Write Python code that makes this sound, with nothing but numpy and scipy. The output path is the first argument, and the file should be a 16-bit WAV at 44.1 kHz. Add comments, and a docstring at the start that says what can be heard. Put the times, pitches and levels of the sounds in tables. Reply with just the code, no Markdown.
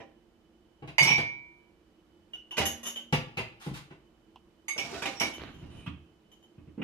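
"""A dishwasher is loaded in a small kitchen. A china mug is knocked and rocks, chiming, on the booming
steel draining board. A tumbler clinks in among the glasses in the wire rack. The mug is dragged off the
board and wedged in beside them, groaning and squealing against the tines. The rack rolls home on scraping
runners, glasses shivering, and hits its stop; last, the door clunks as it is lifted. Hard walls and
cupboards answer the blows, over a faint hum."""
import sys
import numpy as np
from scipy import signal
from scipy.fft import rfft, irfft
from scipy.io import wavfile

SR = 44100
rng = np.random.default_rng(int(sys.argv[2]) if len(sys.argv) > 2 else 0)


def pcm_store(signal):
    """Save signal as 16-bit PCM."""
    levels = np.round(np.clip(np.atleast_2d(signal), -1, 1) * 32767)
    wavfile.write(sys.argv[1], SR, levels.astype(np.int16).T)


N = 301236
T = np.arange(N) / SR
FREQS = np.fft.rfftfreq(N, 1 / SR)


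def mug(rim_crack_db=-10, foot_crack_db=0):
    """China chimes when struck at the rim and cracks at the foot; it rings out only when it stands free."""
    # clear modes: f/Hz, t60/s, level/dB struck at the rim, on the wall, at the foot
    modes = [(964, 1.2, -32, -34, -28), (2184, .62, 1, 2.5, -4.5), (2320, .66, -18, -14, 4),
             (900, .09, -16, -11, -19), (1180, .08, -8, -26.5, -20), (2225, .15, -10, -14, -1),
             (2440, .15, -24, -25.5, 0), (2590, .12, -29.5, -23, 0), (2883, .16, -20, -11, -11),
             (2975, .13, -17, -15, -5), (3780, .18, -18, -16, -15), (4797, .38, -24, -11, -17),
             (5610, .1, -24, -25, 1), (5695, .16, -33, -34, -2), (6480, .17, -4, -12.5, -17.5),
             (6400, .14, -9, -25.5, -21.5), (8160, .1, -15, -21, -26), (10650, .1, -17, -18, -22.5),
             (11760, .11, -24, -22, -26.5)]
    # the clink's noisy crack: f/Hz, level/dB
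    crack = [(100, -22), (450, -20), (850, 9), (1400, -10.5), (1900, 1), (2600, 4.5), (3700, 2.5),
             (4800, -10), (6600, -7), (9000, -18), (11900, -10.5), (13200, -50.5)]
    # blows: t/s, level/dB, brightness/(dB per octave), place (0 rim, 1 foot), contact damping/(1/s)
    hits = [(.982, -11.5, -1, 0.54, 30.5), (1.027, -20, 4.5, 0.85, 21.5), (1.068, -26.5, 0, 1, 29),
            (1.078, -23.5, -1, 1, 28), (1.104, -23, -1.5, .95, 0), (1.152, -36, 0.5, 0.37, 12.5),
            (3.125, -43, 9, .9, 30), (4.682, -25.5, 3, .018, 33), (4.779, -27, 2, 0.92, 44),
            (5.052, -38, -7, 0.83, 35), (5.199, -28.5, 8, 0.89, 24), (5.207, -26, -4, 0.85, 26)]
    out = np.zeros(N)
    for s, db, bright_db, place, damping in hits:
        ring = vessel(modes, place, damping)
        crack_db = db + between(rim_crack_db, foot_crack_db, place)
        add(out, s, blow(ring, crack, db, crack_db, bright_db, pivot_hz=2800, crack_t60=0.034))
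    return out


def glass_tap(db, place, semitones):
    """One tumbler meets another: a short tink at the rim, brighter and longer at the foot."""
    # clear modes: f/Hz, t60/s, level/dB struck at the rim, at the foot
    modes = [(1476, .28, -22, -46), (1897, 0.077, -33, -11.5), (2803, 0.075, -2, -18.5),
             (2913, 0.15, 3.5, -8), (2984, 0.1, 1.5, -14), (3060, 0.074, -12.5, -26),
             (3533, 0.17, -23, -16.5), (5840, 0.14, -16, -9.5), (6460, 0.26, -25.5, -1),
             (6560, .16, -26, -4), (10230, 0.12, -35, 2), (10840, .11, -16.5, -14), (11300, 0.14, -35.5, 0),
             (11900, .15, -47, 1.5)]
    # the clink's noisy crack: f/Hz, level/dB
    crack = [(100, -25), (500, -5), (1900, -7.5), (3000, -3), (4300, -12), (6550, 3), (8400, -9),
             (12200, 2), (13300, -38.5)]
    damping = between(48, 3, place)  # 1/s: fingers choke the rim, wires barely damp the foot
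    ring = vessel(modes, place, damping, semitones)
    crack_db = db + between(-15, 0, place)
    bright_db = between(-5, -1.5, place)
    return blow(ring, crack, db, crack_db, bright_db, pivot_hz=2800, crack_t60=.07)


def tumblers():
    """Nearly alike glasses clink together, each at a slightly different pitch."""
    # taps: t/s, level/dB, place (0 rim, 1 foot), detune/semitones
    hits = [(2.334, -37, 0, 0), (2.509, -30, 0.11, 0.11), (2.578, -20.5, 0.52, -0.01),
            (2.654, -20.5, 0.8, 0.07), (2.831, -34, 0.81, -0.14), (2.855, -28, 0.63, 0.12),
            (2.866, -26, 0.72, 0.39), (2.96, -29, 0.33, .7), (5.337, -36, 0.47, 0.53),
            (6.045, -70, .08, 0.85), (6.316, -50.5, 0.52, 0.76), (6.426, -54, 0.42, 0.73)]
    out = np.zeros(N)
    for s, db, place, semitones in hits:
        add(out, s, glass_tap(db, place, semitones))
    return out


def draining_board(edge_boom_db=-9, middle_boom_db=4):
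    """The mug knocks on the steel sheet, which booms most in the middle, and is dragged off in two pulls."""
    # modes of the steel sheet, plus the high ring of the mug knocking on it: f/Hz, t60/s, level/dB
    modes = [(71.07, 0.17, -11.5), (123.9, 0.17, -4), (141.6, .14, 4.5), (190.2, 0.13, -9.5),
             (253, 0.053, -11.5), (720, 0.044, -13.5), (814, 0.11, -6.5), (2745, .04, -13),
             (4850, .3, -25.5)]
    # the knock's noisy crack: f/Hz, level/dB
    crack = [(45, -25.5), (130, 2.5), (300, -1), (900, -5), (1500, -9), (2600, -2), (4300, -18.5),
             (7000, -26), (12000, -32.5), (15000, -50)]
    # knocks: t/s, level/dB, brightness/(dB per octave), place (0 edge, 1 middle)
    hits = [(0.822, -36, -5, 0.42), (0.875, -36, -0.5, 0.16), (1.005, -25.5, -5, 0.52),
            (1.051, -27, 1.5, 0.12), (1.098, -27.5, -2, 0.63), (1.179, -25, 0, 0.33),
            (3.125, -17.5, 0, 0.56), (3.371, -27, 1, 0.26), (3.384, -31, 0, 0.28),
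            (3.662, -33.5, -5.5, 0.7), (3.706, -41, -9, 0.93), (3.905, -42.5, -2, 0)]
    # pulls: t/s, length/s, level/dB
    pulls = [(3.595, 0.087, -48.5), (3.73, 0.037, -42.5)]
    # china dragging on steel: f/Hz, level/dB
    drag_colour = [(200, -41), (800, 8.5), (1500, 6.5), (3700, 4.5), (5000, -1), (12000, -9.5),
                   (15000, -24)]
    boom_db = [between(edge_boom_db, middle_boom_db, hit[-1]) for hit in hits]
    thuds = knocks([hit[:-1] for hit in hits], modes, crack, crack_t60=0.09, ring_db=boom_db)
    return thuds + rub(pulls, drag_colour, slips_per_s=2500, spread_db=4.0)


def wire_rack():
    """The loaded rack rattles when jolted; the mug rubs in between its tines, then slips home."""
    # modes of the loaded rack: f/Hz, t60/s, level/dB
    modes = [(235.3, 2.5, -14), (315.3, 0.51, 1), (523, 0.27, -1.5), (663, 0.12, 3), (788, 0.18, 0)]
    # the jolt's noisy crack: f/Hz, level/dB
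    crack = [(40, 1), (130, 12.5), (550, 16.5), (1200, 2), (2500, 1.5), (4200, -14), (6000, -19),
             (8500, -35), (12000, -38), (15000, -84)]
    # jolts: t/s, level/dB, brightness/(dB per octave)
    jolts = [(.002, -37.5, 1.5), (2.569, -32.5, 8.5), (2.579, -20.5, 6), (2.612, -21, 4.5),
             (4.761, -38.5, 2.5), (4.781, -33, 2.5), (4.942, -35.5, 5.5), (5.021, -31.5, 7.5),
             (5.056, -29, 7), (5.208, -23, 3.5)]
    # pushes on the mug: t/s, length/s, level/dB
    pushes = [(4.765, 0.388, -45.5), (5.2, 0.074, -42)]
    # china rubbing on tines: f/Hz, level/dB
    wedge_colour = [(35, -44), (60, 0), (302, 1), (418, -0.5), (564, -17), (663, 1.5), (875, -5),
                    (2150, -9.5), (4730, -11), (5680, -10), (15000, -32)]
    rattle = knocks(jolts, modes, crack, crack_t60=0.045, ring_db=-15.5)
    return rattle + rub(pushes, wedge_colour, slips_per_s=220, spread_db=2.5)


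def tine_groans(jitter=0.095, overtone_db=-9):
    """A tine sticks and slips on the china: brief groans, gliding and unsteady in pitch."""
    # groans: t/s, length/s, starting slip rate/Hz, final slip rate/Hz, level/dB
    groans = [(4.889, 0.054, 360, 450, -36.5), (4.941, 0.065, 700, 670, -39.5)]
    out = np.zeros(N)
    for s, length, start_hz, end_hz, db in groans:
        size = int(length * SR)
        hz = np.linspace(start_hz, end_hz, size) * (1 + jitter * walk(273)[:size])
        phase = 2 * np.pi * np.cumsum(hz) / SR
        tone = np.sin(phase) + undb(overtone_db) * np.sin(2 * phase)
        add(out, s, undb(db) * np.hanning(size) * tone)
    return out


def mug_squeal():
    """Sliding down a tine keeps one high mode of the china singing."""
    # slide: t/s, length/s, level/dB
    slide = [(5.15, .05, -48.5)]
    return sing(rng.standard_normal(N), resonance(hz=5600, width_hz=40)) * strokes(slide)


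def tub_and_door():
    """Bumps make the tub boom; the lifted door shares its body but mostly clunks."""
    # modes of tub and door: f/Hz, t60/s, level/dB
    modes = [(79.3, 0.33, -11.5), (137, 0.027, 9), (189.4, 0.094, -6), (226, 0.11, -11), (293, 0.15, -11)]
    # the bump's noisy crack: f/Hz, level/dB
    crack = [(40, -32.5), (120, -3.5), (300, 5.5), (600, -6), (1500, -12.5), (2800, -6.5), (4500, -38),
             (14000, -60)]
    # bumps on the tub: t/s, level/dB
    bumps = [(2.597, -38.5), (5.626, -48.5), (5.871, -40.5), (6.58, -52.5), (6.674, -53)]
    # door clunks: t/s, level/dB, brightness/(dB per octave)
    clunks = [(6.777, -36.5, -8), (6.794, -35.5, -7.5), (6.817, -30.5, 0.5)]
    dull_bumps = [(s, db, -1.0) for s, db in bumps]
    booms = knocks(dull_bumps, modes, crack, crack_t60=0.053, ring_db=13.5)
    return booms + knocks(clunks, modes, crack, crack_t60=0.11, ring_db=-17.5)


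def rolling(chatter_db=-4):
    """The wheels rumble on their runners; the first shove shakes the loose wires."""
    # a shove, then a longer push: t/s, length/s, level/dB
    pushes = [(5.37, 0.12, -45), (5.53, 0.288, -49.5)]
    # wheel rumble: f/Hz, level/dB
    rumble_colour = [(25, -3), (70, -0.5), (140, -0.5), (300, -6.5), (600, -18.5), (2500, -30), (5000, -37),
                     (15000, -63)]
    # wire chatter: f/Hz, level/dB
    chatter_colour = [(300, 3.5), (1000, 3), (1600, 5.5), (2900, 2), (4300, -4), (6000, -33), (14000, -51)]
    wheels = rub(pushes, rumble_colour, slips_per_s=790, spread_db=3.5)
    wires = rub(pushes[:1], chatter_colour, slips_per_s=134, spread_db=4.5)
    return wheels + undb(chatter_db) * wires


def end_stop():
    """The rack hits its end stop with a clack."""
    # spectrum of the clack: f/Hz, level/dB
    spectrum = [(60, 4.5), (250, 12.5), (600, -11.5), (1200, 1), (1800, -7), (2600, 6.5), (3400, -2),
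                (4500, -19), (12000, -45)]
    return clack(spectrum, s=5.863, db=-33, t60=0.071)


def wheel_clicks():
    """One sharp, dry pulse for each runner joint that a wheel crosses."""
    # joints: t/s, peak level/dB
    joints = [(5.383, -31), (5.419, -30), (5.437, -27.5)]
    # spectrum of a click: f/Hz, level/dB
    spectrum = [(60, -18), (300, 15), (1500, -1), (4400, -4), (5200, -22), (14000, -44)]
    pulse = colour(signal.unit_impulse(SR), spectrum)
    out = np.zeros(N)
    for s, db in joints:
        add(out, s, undb(db) * pulse / np.abs(pulse).max())
    return out


def glass_shiver(place=0.4, spread_db=3):
    """The rolling rack sets off many tiny, random taps among the glasses."""
    # spell of shivering: t/s, length/s, tap rate/(1/s), level/dB
    spells = [(5.39, .45, 50, -58.5)]
    # one per tumbler: detune/semitones
    detunes = [-0.64, 0.594, .9]
    out = np.zeros(N)
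    for semitones in detunes:
        chance = rng.random(N)
        sizes = undb(spread_db * rng.standard_normal(N))
        touches = np.zeros(N)
        for s, length, rate, db in spells:
            moving = (T > s) & (T < s + length)
            touches += undb(db) * moving * (chance < rate / SR / len(detunes))
        out += signal.fftconvolve(touches * sizes, glass_tap(0, place, semitones))[:N]
    return out


def runners(uneven_db=2):
    """Metal scrapes unevenly on metal and sings in the runners as the rack goes in."""
    # runner resonances: f/Hz, width/Hz, level/dB
    modes = [(2500, 260, 0.5), (2980, 200, 0), (3800, 420, -9), (9040, 1200, -12.5)]
    # scrapes: t/s, length/s, level/dB
    scrapes = [(5.57, 0.14, -77), (5.7, 0.16, -61.5)]
    body = sum(undb(db) * resonance(hz, width_hz) for hz, width_hz, db in modes)
    return sing(rng.standard_normal(N), body) * undb(uneven_db * walk(66)) * strokes(scrapes)


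def ticks():
    """Small, dry ticks close by."""
    # ticks: t/s, level/dB, t60/s
    events = [(2.522, -49, 0.21), (4.359, -50, 0.073)]
    # spectrum of a tick: f/Hz, level/dB
    spectrum = [(400, -22), (950, 12.5), (1700, -34), (2900, 5), (4000, -16), (5200, -19), (8000, -43)]
    return sum(clack(spectrum, s, db, t60) for s, db, t60 in events)


def room_tone(air_db=-63, drift_db=0.77):
    """A soft bed of kitchen air with a low and a high wavering hum."""
    # spectrum of the air: f/Hz, level/dB
    air = [(15, -33), (25, -9), (59, -4.5), (118, -15), (231, -6), (278, -19), (318, 0), (383, -15.5),
           (427, -11), (475, -15.5), (2070, -29.5), (3010, -29.5), (3730, -33), (15000, -48)]
    # hums: f/Hz, width/Hz, level/dB
    hums = [(345.2, 18, -69.5), (3010, 38, -81)]
    out = undb(air_db + drift_db * walk(0.43)) * unit(colour(diffuse(N), air))
    for hz, width_hz, db in hums:
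        out += undb(db) * sing(diffuse(N), resonance(hz, width_hz))
    return out


def kitchen(dry, near_db, far_db, far_t60, treble_t60, near_t60=.14, treble_hz=4000):
    """Direct sound, quick echoes from worktop and cupboards, then the room's tail, shorter in the treble."""
    t = T[:SR]
    near = undb(near_db) * diffuse(SR) / np.sqrt(SR) * fade(t, near_t60) * np.minimum(t / 0.00098, 1)
    near[:, 0] += 1  # the direct sound
    # flatten the quick echoes: they smear a sound in time but favour no pitch
    for _ in range(4):
        paths = rfft(near)
        near = irfft(paths / np.abs(paths) ** .5, SR) * np.exp(-(t / near_t60) ** 4)
    noise = diffuse(SR) / np.sqrt(SR)
    low = signal.sosfilt(signal.butter(2, treble_hz, fs=SR, output="sos"), noise)
    high = signal.sosfilt(signal.butter(2, treble_hz, "high", fs=SR, output="sos"), noise)
    tail = (low * fade(t, far_t60) - high * fade(t, treble_t60)) * np.minimum(t / 0.018, 1)
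    response = near + undb(far_db) * tail
    response /= np.sqrt(np.mean(np.sum(response ** 2, axis=1)))
    return signal.fftconvolve(dry[None], response, axes=1)[:, :N]


def vessel(modes, place, damping, semitones=0):
    """A vessel's modes change in level from rim to foot; contact shortens them and pulls them off pitch."""
    hz, t60, *levels = np.transpose(modes)
    db = [np.interp(place, np.linspace(0, 1, len(row)), row) for row in np.transpose(levels)]
    held_t60 = 1 / (1 / t60 + damping / np.log(1000))
    pull = 1 + 1.3e-4 * damping * rng.standard_normal(len(hz))
    return np.transpose([hz * pull * 2 ** (semitones / 12), held_t60, db])


def blow(modes, crack, ring_db, crack_db, bright_db, pivot_hz, crack_t60):
    """Clear modes ring on after a short, noisy crack; harder contact tilts both to the treble."""
    t = T[:SR]
    hz, t60, db = (column[:, None] for column in np.transpose(modes))
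    tilt = lambda f: bright_db * np.log2(np.maximum(f, 300) / pivot_hz)  # dB, flat in the bass
    polarity = rng.choice([-1, 1], hz.shape)
    ring = undb(ring_db + db + tilt(hz)) * fade(t, t60) * np.sin(2 * np.pi * hz * t) * polarity
    ring *= 1 - np.exp(-2 * hz * t)  # each mode swells within a cycle
    burst = rng.standard_normal(SR) * fade(t, crack_t60)
    burst = colour(burst, [(f, level + tilt(f)) for f, level in crack])
    burst /= np.sqrt(np.mean(np.abs(gains(crack, SR)) ** 2))
    return ring.sum(axis=0) + undb(crack_db) * burst


def knocks(hits, modes, crack, crack_t60, ring_db):
    """Blows on a large, loose body; ring_db is its boom over the crack, for all blows or for each."""
    out = np.zeros(N)
    for (s, db, bright_db), boom_db in zip(hits, np.broadcast_to(ring_db, len(hits))):
        add(out, s, blow(modes, crack, db + boom_db, db, bright_db, pivot_hz=566, crack_t60=crack_t60))
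    return out


def clack(spectrum, s, db, t60):
    """A single contact with no clear ring."""
    out = np.zeros(N)
    add(out, s, undb(db) * unit(colour(rng.standard_normal(SR), spectrum)) * fade(T[:SR], t60))
    return out


def rub(rows, spectrum, slips_per_s, spread_db):
    """Friction: a dense train of tiny slips of uneven size."""
    slips = (rng.random(N) < slips_per_s / SR) * rng.choice([-1, 1], N)
    sizes = undb(spread_db * np.minimum(rng.exponential(size=N), 4))
    return unit(colour(slips * sizes, spectrum)) * strokes(rows)


def strokes(rows, attack_s=0.0099, release_t60=0.15):
    """Friction envelope: each stroke builds up, holds and dies away."""
    out = np.zeros(N)
    for s, length, db in rows:
        attack = np.clip((T - s) / attack_s, 0, 1)
        release = fade(np.maximum(T - s - length, 0), release_t60)
        out = np.maximum(out, undb(db) * attack * release)
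    return out


def placed(x, pan_db, lead_ms):
    """Pan a source: the left side is pan_db louder and lead_ms earlier than the right."""
    left = np.interp(T + lead_ms / 1000, T, x[0])
    return np.array([left * undb(pan_db / 2), x[1] * undb(-pan_db / 2)])


def diffuse(size, apart_hz=1300, least_share=0.2):
    """Stereo noise from all around: narrow in the bass, wide in the treble."""
    mid, side = rfft(rng.standard_normal((2, size)))
    hz = np.fft.rfftfreq(size, 1 / SR)
    share = np.maximum(hz / np.hypot(hz, apart_hz), least_share)
    return irfft(np.array([mid + share * side, mid - share * side]) / np.hypot(1, share), size)


def resonance(hz, width_hz):
    """Gain curve of one resonant peak."""
    return 1 / (1 + (2 * (FREQS - hz) / width_hz) ** 2)


def sing(noise, body):
    """Noise through a body's resonances, at rms 1."""
    return unit(irfft(rfft(noise) * body, N))


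def gains(points, size):
    """Minimum-phase response for (f/Hz, level/dB) points: nothing sounds before its cause."""
    hz, db = np.transpose(points)
    log_freqs = np.log(np.fft.rfftfreq(size, 1 / SR) + 1)
    log_gain = np.log(undb(np.interp(log_freqs, np.log(hz), db)))
    cepstrum = irfft(log_gain, size)[:size // 2]
    cepstrum[1:] *= 2
    return np.exp(rfft(cepstrum, size))


def colour(x, points):
    """Equalise a sound along (f/Hz, level/dB) points."""
    size = x.shape[-1]
    return irfft(rfft(x) * gains(points, size), size)


def fade(t, t60):
    """Exponential decay, 60 dB in t60 seconds."""
    return np.exp(-np.log(1000) * t / t60)


def walk(rate):
    """A random wander of spread near 1, with rate turning points a second."""
    knots = rng.standard_normal(400)
    return np.interp(T * rate, np.arange(len(knots)), knots, period=len(knots))


def between(first, last, place):
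    """Blend from first (place 0) to last (place 1)."""
    return first + np.clip(place, 0, 1) * (last - first)


def add(track, s, sound):
    """Mix a sound into a track at time s."""
    start = max(int(s * SR), 0)
    track[start:start + len(sound)] += sound[:N - start]


def undb(db):
    """Decibels to gain."""
    return 10 ** (np.asarray(db) / 20)


def unit(x):
    """Scale to rms 1."""
    return x / np.sqrt(np.mean(x ** 2))


def scene():
    """Crockery, board and machine sound into the kitchen, each from its own place; ticks and clicks stay dry."""
    chime_room = dict(near_db=27, far_db=14.5, far_t60=0.38, treble_t60=0.27)
    thud_room = dict(near_db=28.5, far_db=10.5, far_t60=0.47, treble_t60=0.29)
    machine = wire_rack() + tine_groans() + tub_and_door() + rolling() + runners() + end_stop()
    china = placed(kitchen(mug() + mug_squeal(), **chime_room), pan_db=-.5, lead_ms=0.11)
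    glass = placed(kitchen(tumblers() + glass_shiver(), **chime_room), pan_db=3.7, lead_ms=0.053)
    board = placed(kitchen(draining_board(), **thud_room), pan_db=4.1, lead_ms=.22)
    dishwasher = placed(kitchen(machine, **thud_room), pan_db=0.74, lead_ms=0.055)
    return china + glass + board + dishwasher + ticks() + wheel_clicks() + room_tone()


def record(dry, low_hz=32, top_hz=15200):
    """Each of two microphone ports colours the sound its own way; the deepest bass and the top are cut."""
    # port balance: f/Hz, left minus right/dB
    balance = [(60, -4.5), (140, 0), (280, -5), (600, -2.5), (1200, -5), (2300, -5), (5000, -5.5),
               (8500, -3.5), (12000, 6.5)]
    left = colour(dry[0], [(hz, db / 2) for hz, db in balance])
    right = colour(dry[1], [(hz, -db / 2) for hz, db in balance])
    ports = signal.sosfilt(signal.butter(2, low_hz, "high", fs=SR, output="sos"), [left, right])
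    return signal.sosfilt(signal.ellip(8, .2, 70, top_hz, fs=SR, output="sos"), ports)


dry = scene()
out = record(dry)
pcm_store(out)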